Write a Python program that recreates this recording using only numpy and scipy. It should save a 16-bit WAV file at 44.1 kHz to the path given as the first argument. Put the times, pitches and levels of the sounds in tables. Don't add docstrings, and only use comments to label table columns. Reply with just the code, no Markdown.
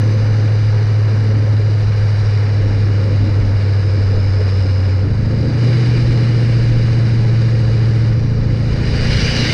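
import sys
import numpy as np
from scipy import signal
from scipy.fft import rfft, irfft
from scipy.io import wavfile
from scipy.ndimage import uniform_filter1d

SR = 44100
rng = np.random.default_rng(int(sys.argv[2]) if len(sys.argv) > 2 else 0)


def field_ratio(decibels):
    return 10 ** (np.asarray(decibels, dtype=float) / 20)


def bounce(signal):
    frames = np.transpose(np.atleast_2d(signal))
    limited = np.clip(frames, -1, 1)
    pcm = np.round(limited * 32767).astype(np.int16)
    wavfile.write(sys.argv[1], SR, pcm)


N = 420273
SECONDS = np.arange(N) / SR

# time in seconds, jolt of the axle in dB, ring of the hollow in dB.
BUMPS = [(.05, 4, 2.5), (2.679, -2.5, 2.5), (3.1, 4, 4.5), (3.26, 11.5, 2.5), (3.98, 9, 3), (3.45, 3, 2.5),
         (4.16, 6, 6), (4.4, -1, 3.5), (4.59, 2, 0), (5.07, 8, 4), (5.39, -1, 3.5), (5.68, 9, 2),
         (7.46, 4, 1.5), (8.52, 13, 0.5), (8.79, 8, 2.5), (9.0, 1, 3), (9.24, 3.5, 1.5)]
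BUMP_S = 0.042


def evened(x):
    return x / np.sqrt(np.mean(x ** 2) + 1e-20)


def curves(rows):
    s, *columns = np.transpose(rows)
    return [np.interp(SECONDS, s, column) for column in columns]


def during(spans):
    change_s = 0.07
    share = 0
    for start, end in spans:
        fade_in = np.clip((SECONDS - start) / change_s + 0.5, 0, 1)
        fade_out = np.clip((end - SECONDS) / change_s + 0.5, 0, 1)
        share = share + fade_in * fade_out
    return share


def swell(s, db, length):
    return db * np.exp(-((SECONDS - s) / length) ** 2)


def drift(top_hz):
    z = rfft(rng.standard_normal(N)) / (1 + (np.fft.rfftfreq(N, 1 / SR) / top_hz) ** 4)
    return evened(irfft(z, N))


def noise(spectrum, size, patchy_db):
    # centre in Hz, width in Hz, level in dB.
    case_rings = [(1070, 250, -3), (1668, 46, 3), (2540, 67, -4), (2635, 110, -5.5), (2893, 65, 3.5),
                  (3230, 130, -4.5), (3984, 160, 4), (4320, 130, -2.5), (4820, 180, 5), (8080, 440, 3),
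                  (10100, 300, 0.5)]
    frames, hz = 4 * N // size + 5, np.fft.rfftfreq(size, 1 / SR)
    real, imaginary, patches = rng.standard_normal((frames, len(hz), 3)).T
    patches = uniform_filter1d(patches, size=6, axis=0)
    patches = evened(uniform_filter1d(patches, size=14, axis=1))
    f, db = np.transpose(spectrum)
    colour_db = np.interp(np.log(hz + 1), np.log(f + 1), db, left=-90, right=-120)
    for centre, width, ring_db in case_rings:
        colour_db = colour_db + ring_db * np.exp(-((hz - centre) / width) ** 2)
    z = (real + 1j * imaginary) * field_ratio(colour_db[:, None] + patchy_db * patches)
    return evened(signal.istft(z, nperseg=size, noverlap=3 * size // 4)[1][:N])


def resonate(x, hz, width_hz):
    turn = np.exp(2j * np.pi * np.cumsum(hz) / SR)
    r = np.exp(-np.pi * width_hz / SR)
    return 2 * (turn * signal.lfilter([(1 - r) ** 2], [1, -2 * r, r * r], x / turn)).real


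def drone(firings, flow_db):
    # start in seconds, end in seconds.
    loping_spans = [
        (5.02, 5.6),
        (8.17, 9.9),
    ]
    # start in seconds, end in seconds.
    pulling_spans = [
        (5.6, 8.17),
    ]
    # order in eighths of the firing rate, then level in dB rms while slowing,
    # while pulling, while loping.
    uneven = [(4, -50.5, -54, -37.5), (5, -51.5, -36, -43), (6, -53.5, -32, -26), (7, -32.5, -32, -33),
              (9, -27, -26, -27.5), (10, -33.5, -27.5, -24), (11, -29.5, -29.5, -45), (12, -42, -36, -31.5),
              (13, -41, -42, -38.5), (14, -43.5, -33, -34), (15, -47.5, -31.5, -40),
              (16, -37.5, -39.5, -32.5), (17, -49.5, -43, -38), (18, -45, -39, -43.5),
              (19, -47.5, -59.5, -37), (20, -49.5, -45, -53.5), (22, -52, -36.5, -40.5),
              (23, -57.5, -36, -44), (24, -45.5, -44.5, -43.5), (26, -46, -46, -48), (29, -52, -47, -53),
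              (30, -53.5, -50, -61), (31, -50.5, -42.5, -49)]
    pulling, loping = during(pulling_spans), during(loping_spans)
    slowing = np.clip(1 - pulling - loping, 0, 1)

    slow_tone_db = -11.5 - 0.28 * SECONDS
    lope_tone_db = -15 - 0.43 * np.clip(flow_db + 3, 0, 11)
    firing_db = slowing * slow_tone_db + pulling * -11.5 + loping * lope_tone_db
    firing_db = firing_db + swell(5.65, 2.5, 0.06)
    out = field_ratio(firing_db + 0.3 * drift(9)) * np.cos(2 * np.pi * firings)

    for order, slow_db, pull_db, lope_db in uneven:
        sag_db = 0.13 * (order < 11.5) * np.clip(flow_db - 2.0, 0, 12)
        level = slowing * field_ratio(slow_db - 1.3) + pulling * field_ratio(pull_db + 0.6)
        level = level + loping * field_ratio(lope_db + 1.46 - sag_db)
        wander = rng.random() + 0.015 * drift(4.4)
        if order in (7, 9):
            wander = 0.46 * (order < 8) + 0.017 * drift(3.0)
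        out += level * field_ratio(0.42 * drift(4.8)) * np.cos(2 * np.pi * (order * firings / 8 + wander))
    return np.sqrt(2) * out


def gas(firings, flow_db):
    # frequency in Hz, level in dB per Hz.
    low_hiss = [(1000, -29.5), (1400, -3.5), (1900, -0.5), (2500, 0), (3100, -7.5), (3500, -23)]
    high_hiss = [(3000, -25.5), (3400, -8), (4400, -2), (5200, -4.5), (5800, -11.5), (6700, -16),
                 (7100, -23.5), (7600, -38.5)]
    top_hiss = [(6700, -21), (7200, -3.5), (8700, -0.5), (9400, -11), (10600, -10), (11200, -21.5),
                (13400, -22), (14300, -37)]
    jet_colour = [(1600, -25), (2200, 0.5), (2900, 1.5), (3300, -6), (4000, -4.5), (4900, -1.5), (5800, -9),
                  (7000, -32.5)]
    flutter_db = 0.61 * drift(33)
    low_puffs = 1 + 0.12 * np.cos(2 * np.pi * (firings + 0.088))
    high_puffs = 1 + 0.13 * np.cos(2 * np.pi * (firings - 0.3))
    low = noise(low_hiss, size=1024, patchy_db=0.5) * low_puffs * field_ratio(0.8 * drift(40))
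    high = noise(high_hiss, size=1024, patchy_db=0.8) * high_puffs
    top = noise(top_hiss, size=1024, patchy_db=1.0)
    jet = noise(jet_colour, size=1024, patchy_db=2.8)
    out = field_ratio(-40.5 + 0.87 * flow_db) * low
    out += field_ratio(-42.5 + 0.83 * flow_db) * high
    out += field_ratio(-63.5 + flow_db) * top
    out += field_ratio(-54 + 1.99 * flow_db) * jet
    return field_ratio(flutter_db) * out


def turbo(firings, flow_db):
    # time in seconds, frequency in Hz, level in dB.
    whistle_curve = [(0, 6050, -49.5), (0.6, 5900, -55), (1.6, 5780, -56.5), (2.3, 5450, -50),
                     (3.0, 5330, -54), (3.9, 5220, -53), (4.4, 5240, -48), (4.97, 5110, -48),
                     (5.1, 4830, -54), (5.5, 4820, -44), (6.1, 5030, -52.5), (6.6, 5370, -55.5),
                     (8.1, 5670, -59), (8.28, 5660, -52), (8.6, 5380, -59.5), (8.9, 5270, -57),
                     (9.25, 5940, -42), (9.53, 6500, -46.5)]
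    hz, db = curves(whistle_curve)
    air = rng.standard_normal((2, N))
    muffle_db = 13 * np.clip(abs(2 * hz - 10350) / 1000, 0, 1)
    spool_db = 2.2 * np.maximum(flow_db - 5.5, 0)
    octave_db = -75.5 + spool_db - muffle_db + 2.6 * drift(6)
    whistle = field_ratio(db) * evened(resonate(air[0], hz, width_hz=320))
    octave = field_ratio(octave_db) * evened(resonate(air[1], 2 * hz, width_hz=380))
    return (whistle + octave) * (1 + 0.2 * np.cos(2 * np.pi * (firings - 0.3)))


def wind():
    # frequency in Hz, level in dB per Hz.
    buffet = [(12, -17), (22, -0.5), (45, 0.5), (70, -2.5), (110, -3), (170, -24), (260, -25)]
    # time in seconds, level in dB over the breeze, length in seconds.
    gusts = [(.75, 1, .15), (1.864, 9, 0.034), (2.12, 0, .15), (2.676, 5.5, .05), (3.449, 8.5, 0.18),
             (3.98, 0, 0.031), (4.174, 5, 0.036), (4.382, 6, 0.04), (5.07, 3, .05), (5.5, 6.5, .12),
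             (6.078, 2, 0.088), (7.46, 1, .05), (8.1, 4, 0.089), (8.442, 7, 0.086), (8.735, 8, 0.065),
             (9.2, 12, 0.2)]
    wind_db = -29.5 + sum(swell(*gust) for gust in gusts)
    return field_ratio(wind_db + 4.0 + 1.6 * drift(2.4)) * noise(buffet, size=4096, patchy_db=3.1)


def rumble(coarse_db):
    # frequency in Hz, level in dB per Hz.
    axle = [(80, -13), (130, -4.6), (200, -3.1), (280, -3), (340, -7.5), (400, -27.5)]
    rumble_db = -32.5 + coarse_db + sum(swell(s, jolt_db, BUMP_S) for s, jolt_db, _ in BUMPS)
    return field_ratio(rumble_db + 2.0 + 1.1 * drift(17)) * noise(axle, size=2048, patchy_db=2.0)


def hollow(flow_db, coarse_db):
    # frequency in Hz, level in dB per Hz.
    roar = [(300, -22), (370, -8), (430, 0.5), (470, -4), (520, -0.5), (580, -9.5), (680, -18)]
    roar_db = -32 + 0.17 * flow_db + 0.12 * coarse_db
    roar_db = roar_db + sum(swell(s, ring_db, BUMP_S) for s, _, ring_db in BUMPS)
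    return field_ratio(roar_db + 0.98 * drift(21)) * noise(roar, size=2048, patchy_db=0.5)


def tread(flow_db):
    # frequency in Hz, level in dB per Hz.
    tread_colour = [(500, -16.5), (620, -2), (900, -0.3), (1300, -2.5), (1800, -7), (2600, -21)]
    tread_db = -38.5 + 0.43 * flow_db - 0.35 * SECONDS + 0.6 * drift(6.1)
    return field_ratio(tread_db + 2.5) * noise(tread_colour, size=1024, patchy_db=0.35)


def electronics():
    # frequency in Hz, level in dB rms.
    hum = [(11600, -99), (11803, -89.5)]
    return sum(np.sqrt(2) * field_ratio(db) * np.sin(2 * np.pi * hz * SECONDS) for hz, db in hum)


def ticks(firings):
    # time in seconds, level in dB.
    tick_levels = [(0, -62), (3.4, -58), (3.85, -46), (4.6, -42), (4.96, -45), (5.03, -63), (9.53, -63)]
    clicks = np.diff(np.floor(firings), prepend=0) * field_ratio(1.5 * drift(60))
    fuzz = 0.015 * rng.standard_normal(N)
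    ring = resonate(clicks + fuzz, np.full(N, 5030), width_hz=260)
    return field_ratio(curves(tick_levels)[0]) * evened(ring)


def scene():
    # time in seconds, firings per second.
    speed = [(0.0, 106.7), (1.5, 105.4), (3.0, 100.9), (4.2, 97.7), (4.95, 94.5), (5.02, 96.8),
             (5.16, 103.9), (5.44, 114.1), (5.58, 117.5), (5.8, 119.7), (6.0, 118.5), (6.4, 116.9),
             (8.05, 112.7), (8.15, 113.5), (8.45, 112.7), (8.85, 114.5), (9.15, 117.8), (9.53, 118.5)]
    # time in seconds, gas flow in dB.
    flow = [(0, 1.5), (.37, 2), (1.64, 0.5), (2.33, 2.5), (2.5, 1), (4.6, 1.5), (4.94, 0), (5.07, -3),
            (5.55, 2), (5.65, 7.5), (5.81, 7), (7.27, 3.5), (8.07, 3), (8.17, -2), (8.41, -2), (8.81, 5),
            (9.13, 14), (9.53, 16)]
    # time in seconds, coarseness of the asphalt in dB.
    surface = [(0, 2.5), (.35, 3), (.7, -6.5), (1.35, 4), (2.1, -11.5), (2.8, 4), (3.7, -3), (4.9, -0.5),
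               (5.7, 4.5), (6.8, 2.5), (7.8, -8), (9.0, 0.5), (9.53, 5.5)]
    firings = np.cumsum(curves(speed)[0] * (1 + 0.0008 * drift(9.5))) / SR
    flow_db, coarse_db = curves(flow)[0], curves(surface)[0]
    truck = drone(firings, flow_db) + gas(firings, flow_db) + turbo(firings, flow_db)
    road = wind() + rumble(coarse_db) + hollow(flow_db, coarse_db) + tread(flow_db)
    return (truck + road + electronics() + ticks(firings))[None]


def roll_off(x):
    return signal.sosfilt(signal.butter(12, 14230, fs=SR, output="sos"), x)


def record(dry):
    power = uniform_filter1d(uniform_filter1d(dry ** 2, size=900), size=900)
    power_db = 10 * np.log10(abs(power) + 1e-9)
    even = dry / field_ratio(0.25 * np.maximum(power_db + 12.5, 0))
    return roll_off(0.9 * np.tanh(even / 0.9))


dry = scene()
out = record(dry)
bounce(out)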